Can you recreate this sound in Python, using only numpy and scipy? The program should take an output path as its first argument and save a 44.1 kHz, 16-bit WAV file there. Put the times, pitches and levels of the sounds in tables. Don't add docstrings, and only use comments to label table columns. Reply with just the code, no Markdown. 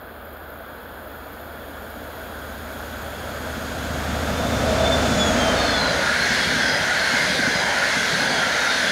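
import sys
import numpy as np
from scipy import signal
from scipy.io import wavfile
from scipy.ndimage import map_coordinates

SR = 44100
rng = np.random.default_rng(int(sys.argv[2]) if len(sys.argv) > 2 else 0)


def wav_record(signal):
    frames = np.transpose(np.atleast_2d(signal))
    bounded = np.clip(frames, -1, 1)
    quanta = np.round(bounded * 32767).astype(np.int16)
    wavfile.write(sys.argv[1], SR, quanta)


def ratio_of_db(decibels):
    return 10 ** (np.asarray(decibels, float) / 20)


N = 392931

# t/s, level/dB
RAIL_LEVEL = [
    (0.0, -54),
    (3.0, -50),
    (4.5, -49.2),
    (5.0, -60),
]
# f/Hz, density/dB per Hz
RAIL_HISS = [(5000, -40), (6300, -26), (7200, -22), (8200, -28), (9000, -19), (10100, -14), (12000, -3),
             (13700, 0), (15100, -4)]
# f/Hz, width/Hz, boost/dB
RAIL_MODES = [(6680, 300, 10), (6960, 200, 12), (7500, 250, 9), (8100, 120, 11), (9000, 250, 5),
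              (9600, 400, 14), (10450, 250, 4), (11200, 200, 3), (12150, 350, 4), (12750, 250, -4),
              (13350, 250, 6), (13950, 250, 4), (14450, 200, 7), (15600, 250, 4)]
# t/s of the first blow, peak/dB
FAR_JOINTS = [
    (.248, -37),
    (.284, -41),
]
FIRING = np.array([5, 7, 8, 9, 10, 11, 12, 13, 15, 16, 17, 19, 20, 22, 24])
# far off/dB, close by/dB
FIRING_DB = [(-19, -24), (-7, -16), (-5.5, -10), (-10, -12), (-19, -16), (0, 0), (-14, -14), (-12, -6),
             (-20, -9), (-17, -6), (-23, -13), (-20, -15), (-18, -7), (-22, -16), (-19, -20)]
# t/s, level/dB
ECHO = [
    (5.2, -60),
    (5.7, -43),
    (6.2, -41),
    (6.7, -45),
    (7.3, -49),
    (8.0, -52),
    (8.91, -54),
]
# f/Hz, density/dB per Hz
ROAR_FAR = [(45, -14), (125, -21), (256, -16.5), (330, -14.5), (480, -16.5), (664, -15.5), (1000, -18),
            (1500, -17), (2020, -28), (2960, -33), (4260, -33.5), (6120, -47.5), (8400, -46), (15800, -72)]
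# f/Hz, density/dB per Hz
ROAR_NEAR = [(60, -9), (120, -10), (179, -5.5), (242, -5.5), (353, -14), (643, -7), (1060, -15),
             (1330, -12.5), (2880, -21), (3440, -20.5), (4200, -22.5), (6750, -25.5), (7850, -30.5),
             (15800, -45)]
# f/Hz, width/Hz, boost/dB
BODY = [(134, 43, -1.5), (250, 80, 5.5), (482, 110, 3.5), (640, 127, 4.5), (1540, 370, 5), (2230, 73, 3),
        (3350, 310, 6), (4950, 230, 2.5), (6560, 190, 11)]
# t/s, level/dB, drone/dB, rumble/dB
BOGIES = [
    (4.45, 1, 4.5, 0),
    (4.82, 2.0, 9, -3.5),
    (5.5, 6, 9, -4),
    (5.85, 3.5, 6, -4.5),
]
# t/s, first partial/dB, second/dB, half length/s
LOUVRES = [
    (4.875, 7, -3, .09),
    (5.09, 0, 1, .04),
    (5.217, 16.5, 6, 0.023),
    (5.286, 12, 6, 0.019),
    (5.319, -5, 10.5, .02),
    (5.352, -9, 0, .02),
    (5.42, 9, 5, .03),
    (5.57, -6, -2, .03),
    (4.3, -1, 0, 0.11),
    (5.492, 11.5, -0.5, 0.02),
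]
# f/Hz, density/dB per Hz
ROLLING = [(30, -50), (60, -31), (98, -12), (230, -3.5), (335, -10.5), (596, -1.5), (1170, -10), (1580, 0),
           (2550, -11), (4200, -10), (6420, -17.5), (8050, -25), (12000, -32), (15800, -41)]
# f/Hz, width/Hz, boost/dB
WHEEL = [(605, 230, -0.5), (1464, 155, 3), (1710, 300, 3), (2120, 285, 4), (3260, 460, 1), (4250, 330, 2),
         (4950, 160, -0.5), (6400, 890, 3.5), (8940, 540, 4), (10040, 830, 5)]
# depth/dB, place along the coach/0-1
SWELL = [
    (.6, 0.97),
    (3.5, 0.36),
    (4.0, .7),
]
# t/s, f/Hz, level/dB, half length/s
BOOMING = [
    (4.8, 640, -25, 0.14),
    (4.88, 673, -26, 0.067),
    (5.06, 653, -28, 0.03),
    (5.2, 630, -28.5, 0.078),
    (5.44, 643, -36, 0.032),
    (5.53, 629.5, -24.5, 0.031),
    (5.08, 251, -31, 0.082),
    (5.5, 250, -30, 0.075),
]
# t/s, f/Hz, level/dB, half length/s
GEAR_WHISTLE = [
    (5.23, 5100, -39, .03),
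]
# t/s, f/Hz, level/dB
HUMMING = [(5.449, 1295, -40), (5.63, 1245, -31), (5.63, 1630, -33.5), (5.852, 1457, -28),
           (6.07, 1433, -26), (6.16, 1662, -25), (6.27, 1643, -25.5), (6.29, 2170, -34),
           (6.678, 1554, -25.5), (6.72, 1990, -29.5), (6.93, 1430, -29.5), (7.128, 1575, -27),
           (7.15, 2160, -28), (7.441, 1540, -26.5), (7.52, 2060, -31), (7.72, 1740, -38),
           (7.77, 1445, -28.5), (7.881, 1720, -33), (7.95, 2115, -31), (8.23, 1524, -30),
           (8.281, 1633, -30), (8.45, 1397, -30), (8.67, 1400, -27.5), (8.77, 2120, -37)]
# t/s, f/Hz, level/dB, half length/s
SQUEALS = [(5.66, 4330, -30, 0.075), (5.84, 4090, -30, .07), (5.64, 3600, -31.5, 0.067),
           (5.75, 3450, -30, 0.049), (6.06, 3700, -38, .05), (8.15, 5000, -42, .04),
           (8.88, 3420, -30.5, 0.044), (5.78, 4940, -38, 0.13), (6.23, 4240, -32, 0.032),
           (6.37, 5020, -39, 0.091), (6.43, 3340, -36, .09), (6.46, 4350, -38, .09),
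           (6.71, 3290, -32.5, 0.12), (6.71, 4950, -33, .07), (7.05, 4250, -34, 0.073),
           (7.2, 4840, -35, .04), (7.28, 4900, -35, .05), (7.36, 4700, -36, .04), (7.29, 3330, -35.5, .08),
           (7.56, 4930, -36, .07), (7.59, 4010, -36, .07), (7.66, 3190, -36, .1), (7.88, 4390, -46, 0.056),
           (8.04, 3350, -38, .07), (8.2, 4250, -34, 0.04), (8.33, 4700, -36, .06), (8.38, 3300, -34, .11),
           (8.68, 3690, -35, 0.14), (8.76, 4290, -38, .06), (8.88, 5000, -39, .05)]
AXLES_M = [0, 2.37, 7.4, 9.8]
# distance from the first/m, peak/dB, f/Hz
JOINTS = [
    (0, -23, 239),
    (4.75, -26, 168.5),
]
COUPLING_DB = [-3, 1, 0.5, -2.5, -10]
# t/s, f/Hz, level/dB, half length/s
FLOORS = [
    (5.95, 580, -31.5, .12),
    (5.9, 930, -33, .1),
    (7.7, 900, -31, 0.11),
    (7.88, 600, -34, 0.055),
    (8.3, 850, -33.5, 0.14),
]

SPEED, TRACK_M, COACH_M = 29.0, 5.9, 24.1
ABREAST_S, LOUDEST_S, TURBO_S = 5.3, 4.89, 5.35
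FIRST_COACH_S, LOCO_CLEAR_S = 5.474, 5.75
SHADOW_S, SHADOW_RISE_S = 6.18, 0.12
CLOSE_M, CLOSE_POWER, CLOSE_TOP = 54.5, 1.98, 0.94
TICK_HZ, TICK_SCATTER_HZ, TICK_SCATTER_DB, TICKS_END_S, STEEL_M_S = 13900, 350, 1.5, 3.2, 5000
RAIL_SONG_HZ, RAIL_SONG_SAG_HZ_PER_S, RAIL_SONG_WIDTH_HZ, RAIL_SONG_DB = 6900, 80.0, 150.0, 3
CYCLE_HZ = 6.277
EXHAUST_DB, EXHAUST_SPREAD_M, EXHAUST_SLOPE, EXHAUST_SHADOW_DB = -27, 17.6, 22.3, -6
ROAR_DB, ROAR_SPREAD_M, ROAR_SLOPE, ROAR_SHADOW_DB = -24, 11.64, 14.74, -9
BOGIE_PASS_S, DRONE_FAR_DB, DRONE_NEAR_DB, RUMBLE_FAR_DB, RUMBLE_NEAR_DB = 0.16, 4.5, -6, -1.5, 3
TURBO_HZ, TURBO_DB, TURBO_SPREAD_M = 3267, (-38.5, -41.5, -56.5), (15.5, 3.9, 4.0)
ROLLING_DB, ARRIVE_S, ARRIVE_DB_PER_S = -22.5, 6.14, 13
HUM_HALF_S, FLUTTER_DB, FLUTTER_HZ = .078, 1.2, 45.0
AXLE_DB, JOINT_SCATTER_DB, JOINT_SCATTER_HZ = [2, -6, 3, 1.5], 1, 12.3
RIM_HZ, RIM_DB, RIM_HALF_S, RIM_LAG_S = [3330, 3700, 4280, 4950], -42.5, .07, .12

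FRAME = 2048
TIME = np.arange(N) / SR
FRAME_S = np.arange(-(-N // (FRAME // 4)) + 1) * (FRAME // 4) / SR
BIN_HZ = np.arange(FRAME // 2 + 1)[:, None] * SR / FRAME + 1


def curves(rows, at):
    s, *columns = np.transpose(rows)
    return [np.interp(at, s, c) for c in columns]


def colour(points, modes=()):
    hz, db = np.transpose(points)
    bumps = sum(boost_db * np.exp(-2 * ((BIN_HZ - f) / width) ** 2) for f, width, boost_db in modes)
    return np.interp(np.log(BIN_HZ), np.log(hz), db) + bumps


def resonances(modes):
    return colour([(1, 0), (2, 0)], modes)


def walk(rate, size):
    knots = rng.standard_normal(int(size / SR * 2000) + 4)
    w = map_coordinates(knots, [np.arange(size) * min(rate, 1900) / SR], order=2)
    return w / w.std()


def patches(rate, count):
    grid = rng.standard_normal((count, int(N / SR * 40) + 2))
    rows = np.log(np.maximum(BIN_HZ, 40) / 40) / np.log(SR / 80) * (count - 1)
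    return map_coordinates(grid, np.broadcast_arrays(rows, FRAME_S * min(rate, 39)), order=1)


def shaped(db, patchy_db, level_db, lo, hi):
    gain = ratio_of_db(db)
    inside = (BIN_HZ[:, 0] > lo) & (BIN_HZ[:, 0] < hi)
    band_rms = np.sqrt(np.sum(gain[inside] ** 2, axis=0) / (FRAME / 2))
    gain = gain * ratio_of_db(level_db + patchy_db) / band_rms
    spectrum = signal.stft(rng.standard_normal(N), nperseg=FRAME, noverlap=3 * FRAME // 4)[2]
    return signal.istft(spectrum * gain, nperseg=FRAME, noverlap=3 * FRAME // 4)[1][:N]


def below(hz):
    return 1 / (1 + (BIN_HZ / hz) ** 4)


def bump(t, s, half):
    return np.exp(-.5 * ((t - s) / half) ** 2)


def add(track, sound, s):
    i = int(s * SR)
    track[i:i + len(sound)] += sound[:N - i]


def doppler(t, metres):
    return 1 / (1 + SPEED / 343 * SPEED * t / np.hypot(SPEED * t, metres))


def away(t, abreast_s):
    return SPEED * np.abs(t - abreast_s)


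def spreading(t, abreast_s, size_m, slope):
    return -slope * np.log10(np.hypot(away(t, abreast_s), size_m) / size_m)


def closeness(t):
    metres = away(np.minimum(t, LOUDEST_S), LOUDEST_S)
    return CLOSE_TOP / (1 + (metres / CLOSE_M) ** CLOSE_POWER)


def shadow(t):
    return .5 + .5 * np.tanh((t - SHADOW_S) / SHADOW_RISE_S)


def axles(first_s, speed):
    return first_s + (np.arange(5)[:, None] * COACH_M + np.array(AXLES_M)) / speed


def blow(t, decay_s):
    return np.exp(1 - t / decay_s) * t / decay_s


def singing(events, spread, metres):
    out = np.zeros(N)
    t = np.arange(-SR // 3, SR // 3) / SR
    for s, hz, db, half in events:
        shake = walk(spread * hz, len(t)) + 1j * walk(spread * hz, len(t))
        turns = np.cumsum(hz * doppler(t, metres)) / SR
        level = ratio_of_db(db + FLUTTER_DB * walk(FLUTTER_HZ, len(t))) * bump(t, 0, half)
        add(out, level * np.real(shake * np.exp(2j * np.pi * turns)), s + t[0])
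    return out


def rail():
    level_db = curves(list(RAIL_LEVEL) + [(5.8, -70)], FRAME_S)[0]
    near = np.clip(FRAME_S / 3.75, 0, 1)
    db = colour(RAIL_HISS) + (1 - 0.31 * near) * resonances(RAIL_MODES)
    db = db + 38.0 * near ** 1.14 * below(11300)
    song_hz = RAIL_SONG_HZ - RAIL_SONG_SAG_HZ_PER_S * FRAME_S
    db = db + near * RAIL_SONG_DB * bump(BIN_HZ, song_hz, RAIL_SONG_WIDTH_HZ / 2)
    out = shaped(db, 1.1 * patches(rate=14., count=120), level_db, 10600, 14750)
    t = np.arange(SR // 25) / SR
    for first_s, peak_db in FAR_JOINTS:
        times = axles(first_s, SPEED / (1 - SPEED / STEEL_M_S)).ravel()
        chance = rng.standard_normal((times.size, 2))
        for s, (a, b) in zip(times[times < TICKS_END_S], chance):
            turn = 2 * np.pi * (TICK_HZ + TICK_SCATTER_HZ * b) * t
            carrier = np.sin(turn + 1.6 * walk(1200., len(t)))
            add(out, ratio_of_db(peak_db - 7.5 + TICK_SCATTER_DB * a) * blow(t, .0035) * carrier, s)
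    return out


def exhaust():
    turns = np.cumsum(CYCLE_HZ * doppler(TIME - ABREAST_S, TRACK_M)) / SR
    near = np.clip(closeness(TIME), 0, 1)
    direct = np.zeros(N)
    for k, (far_db, near_db) in zip(FIRING, FIRING_DB):
        partial_db = far_db + near * (near_db - far_db) + 1.5 * walk(4.0, N)
        direct += ratio_of_db(partial_db) * np.sin(2 * np.pi * (k * turns + rng.random()))
    back = CYCLE_HZ / (1 - SPEED / 343) * TIME
    echo = sum(ratio_of_db(db) * np.sin(2 * np.pi * (k * back + rng.random())) for k, db in ((11, 0), (20, -8.0)))
    level_db = EXHAUST_DB + spreading(TIME, LOUDEST_S - .05, EXHAUST_SPREAD_M, EXHAUST_SLOPE)
    level_db = level_db + EXHAUST_SHADOW_DB * shadow(TIME + 0.41)
    return direct * ratio_of_db(level_db) + np.sqrt(2) * echo * ratio_of_db(curves(ECHO, TIME)[0])


def roar():
    near = np.clip(closeness(FRAME_S), 0, 1.3)
    passing = sum(bump(FRAME_S, s, BOGIE_PASS_S) * np.array(dbs)[:, None] for s, *dbs in BOGIES)
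    loud_db, drone_db, low_db = passing
    level_db = ROAR_DB + spreading(FRAME_S, LOUDEST_S + 0.094, ROAR_SPREAD_M, ROAR_SLOPE)
    level_db = level_db + ROAR_SHADOW_DB * shadow(FRAME_S) + loud_db
    drone_db = drone_db + DRONE_FAR_DB + near * (DRONE_NEAR_DB - DRONE_FAR_DB)
    low_db = low_db + RUMBLE_FAR_DB + near ** 3 * (RUMBLE_NEAR_DB - RUMBLE_FAR_DB)
    near = near - 0.17 * bump(FRAME_S, 6.0, 0.27)
    db = (1 - near) * colour(ROAR_FAR) + near * colour(ROAR_NEAR)
    drowned = np.minimum(1.04 * near ** 4, 1) * (1 - below(1340))
    db = db + resonances(BODY) * (1 - drowned)
    db = db - 78.0 * (1 - np.minimum(near, 1)) ** 6 * (1 - below(8000))
    db = db + low_db * below(550) + drone_db * (below(820) - below(400))
    return shaped(db, 0.47 * patches(rate=9.0, count=30), level_db, 400, 1630)


def turbo():
    pitch = TURBO_HZ * doppler(TIME - TURBO_S, TRACK_M) * (1 + 0.00304 * walk(90., N))
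    turns = np.cumsum(pitch) / SR
    first_db, second_db = sum(bump(TIME, s, half) * np.array(dbs)[:, None] for s, *dbs, half in LOUVRES)
    out = np.zeros(N)
    partials = zip(TURBO_DB, TURBO_SPREAD_M, (first_db, second_db, 0))
    for k, (db, size_m, seen_db) in enumerate(partials, 1):
        level_db = db + seen_db + spreading(TIME, TURBO_S - .1, size_m, 21.0) + 3.0 * walk(30., N)
        out += np.sqrt(2) * ratio_of_db(level_db) * np.sin(2 * np.pi * k * turns)
    return out * np.interp(TIME, [3.9, 4.2, 5.7, 5.85], [0, 1, 1, 0])


def rolling():
    coach = (FRAME_S - FIRST_COACH_S) * SPEED / COACH_M
    swells = (depth_db * np.cos(2 * np.pi * (coach - place)) for depth_db, place in SWELL)
    loud_db, rumble_db, boom_db = swells
    level_db = ROLLING_DB + loud_db - ARRIVE_DB_PER_S * np.maximum(ARRIVE_S - FRAME_S, 0)
    db = colour(ROLLING, WHEEL) + rumble_db * (below(476) - below(95))
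    db = db - 2.5 * np.maximum(coach - 1.5, 0) * below(95)
    db = db + boom_db * (below(980) - below(570))
    patchy_db = (1.33 + 0.3 * below(2500)) * patches(rate=14., count=60)
    fade = np.clip((TIME - 4.2) / 1.6, 0, 1)
    return fade * shaped(db, patchy_db, level_db, 800, 3200)


def underframe():
    return singing(BOOMING, spread=.08, metres=25.0)


def gear_whistle():
    return singing(GEAR_WHISTLE, spread=.05, metres=11.0)


def wheel_hums():
    return singing([(*row, HUM_HALF_S) for row in HUMMING], spread=.058, metres=10.0)


def wheel_squeals():
    return singing(SQUEALS, spread=.05, metres=11.0)


def thuds():
    out, t = np.zeros(N), np.arange(SR // 8) / SR
    for metres, db, hz in JOINTS:
        times = axles(FIRST_COACH_S + metres / SPEED, SPEED)
        dbs = db + np.add.outer(COUPLING_DB, AXLE_DB)
        chance = rng.standard_normal((times.size, 2))
        for s, axle_db, (a, b) in zip(times.ravel(), dbs.ravel(), chance):
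            if LOCO_CLEAR_S < s < N / SR:
                turn = 2 * np.pi * (hz + JOINT_SCATTER_HZ * b) * t
                bounce = np.sin(turn) + .5 * np.sin(.68 * turn)
                add(out, ratio_of_db(axle_db + JOINT_SCATTER_DB * a) * blow(t, .0045) * bounce, s)
    return out


def floors():
    return singing(FLOORS, spread=.3, metres=25.0)


def rims():
    rows = []
    for k, s in enumerate(axles(FIRST_COACH_S + RIM_LAG_S, SPEED).ravel()):
        if 6 < s < N / SR:
            hz = RIM_HZ[k % 4] * (.98 + .04 * rng.random())
            rows.append((s, hz, RIM_DB + 4.0 * rng.random(), RIM_HALF_S))
    return singing(rows, spread=.022, metres=9.0)


def scene():
    locomotive = exhaust() + roar() + turbo() + underframe() + gear_whistle()
    coaches = rolling() + wheel_hums() + wheel_squeals() + thuds() + floors() + rims()
    mono = rail() + locomotive + coaches
    return np.array([mono, mono])


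def roll_off(x):
    return signal.sosfilt(signal.butter(12, 15960, fs=SR, output="sos"), x)


def record(dry):
    no_bass = signal.sosfilt(signal.butter(3, 46., "high", fs=SR, output="sos"), dry)
    rounded = np.tanh(1.3 * no_bass) / 1.3
    mix = signal.sosfilt(signal.ellip(12, .2, 70, 15720, fs=SR, output="sos"), rounded)
    return roll_off(mix)


dry = scene()
out = record(dry)
wav_record(out)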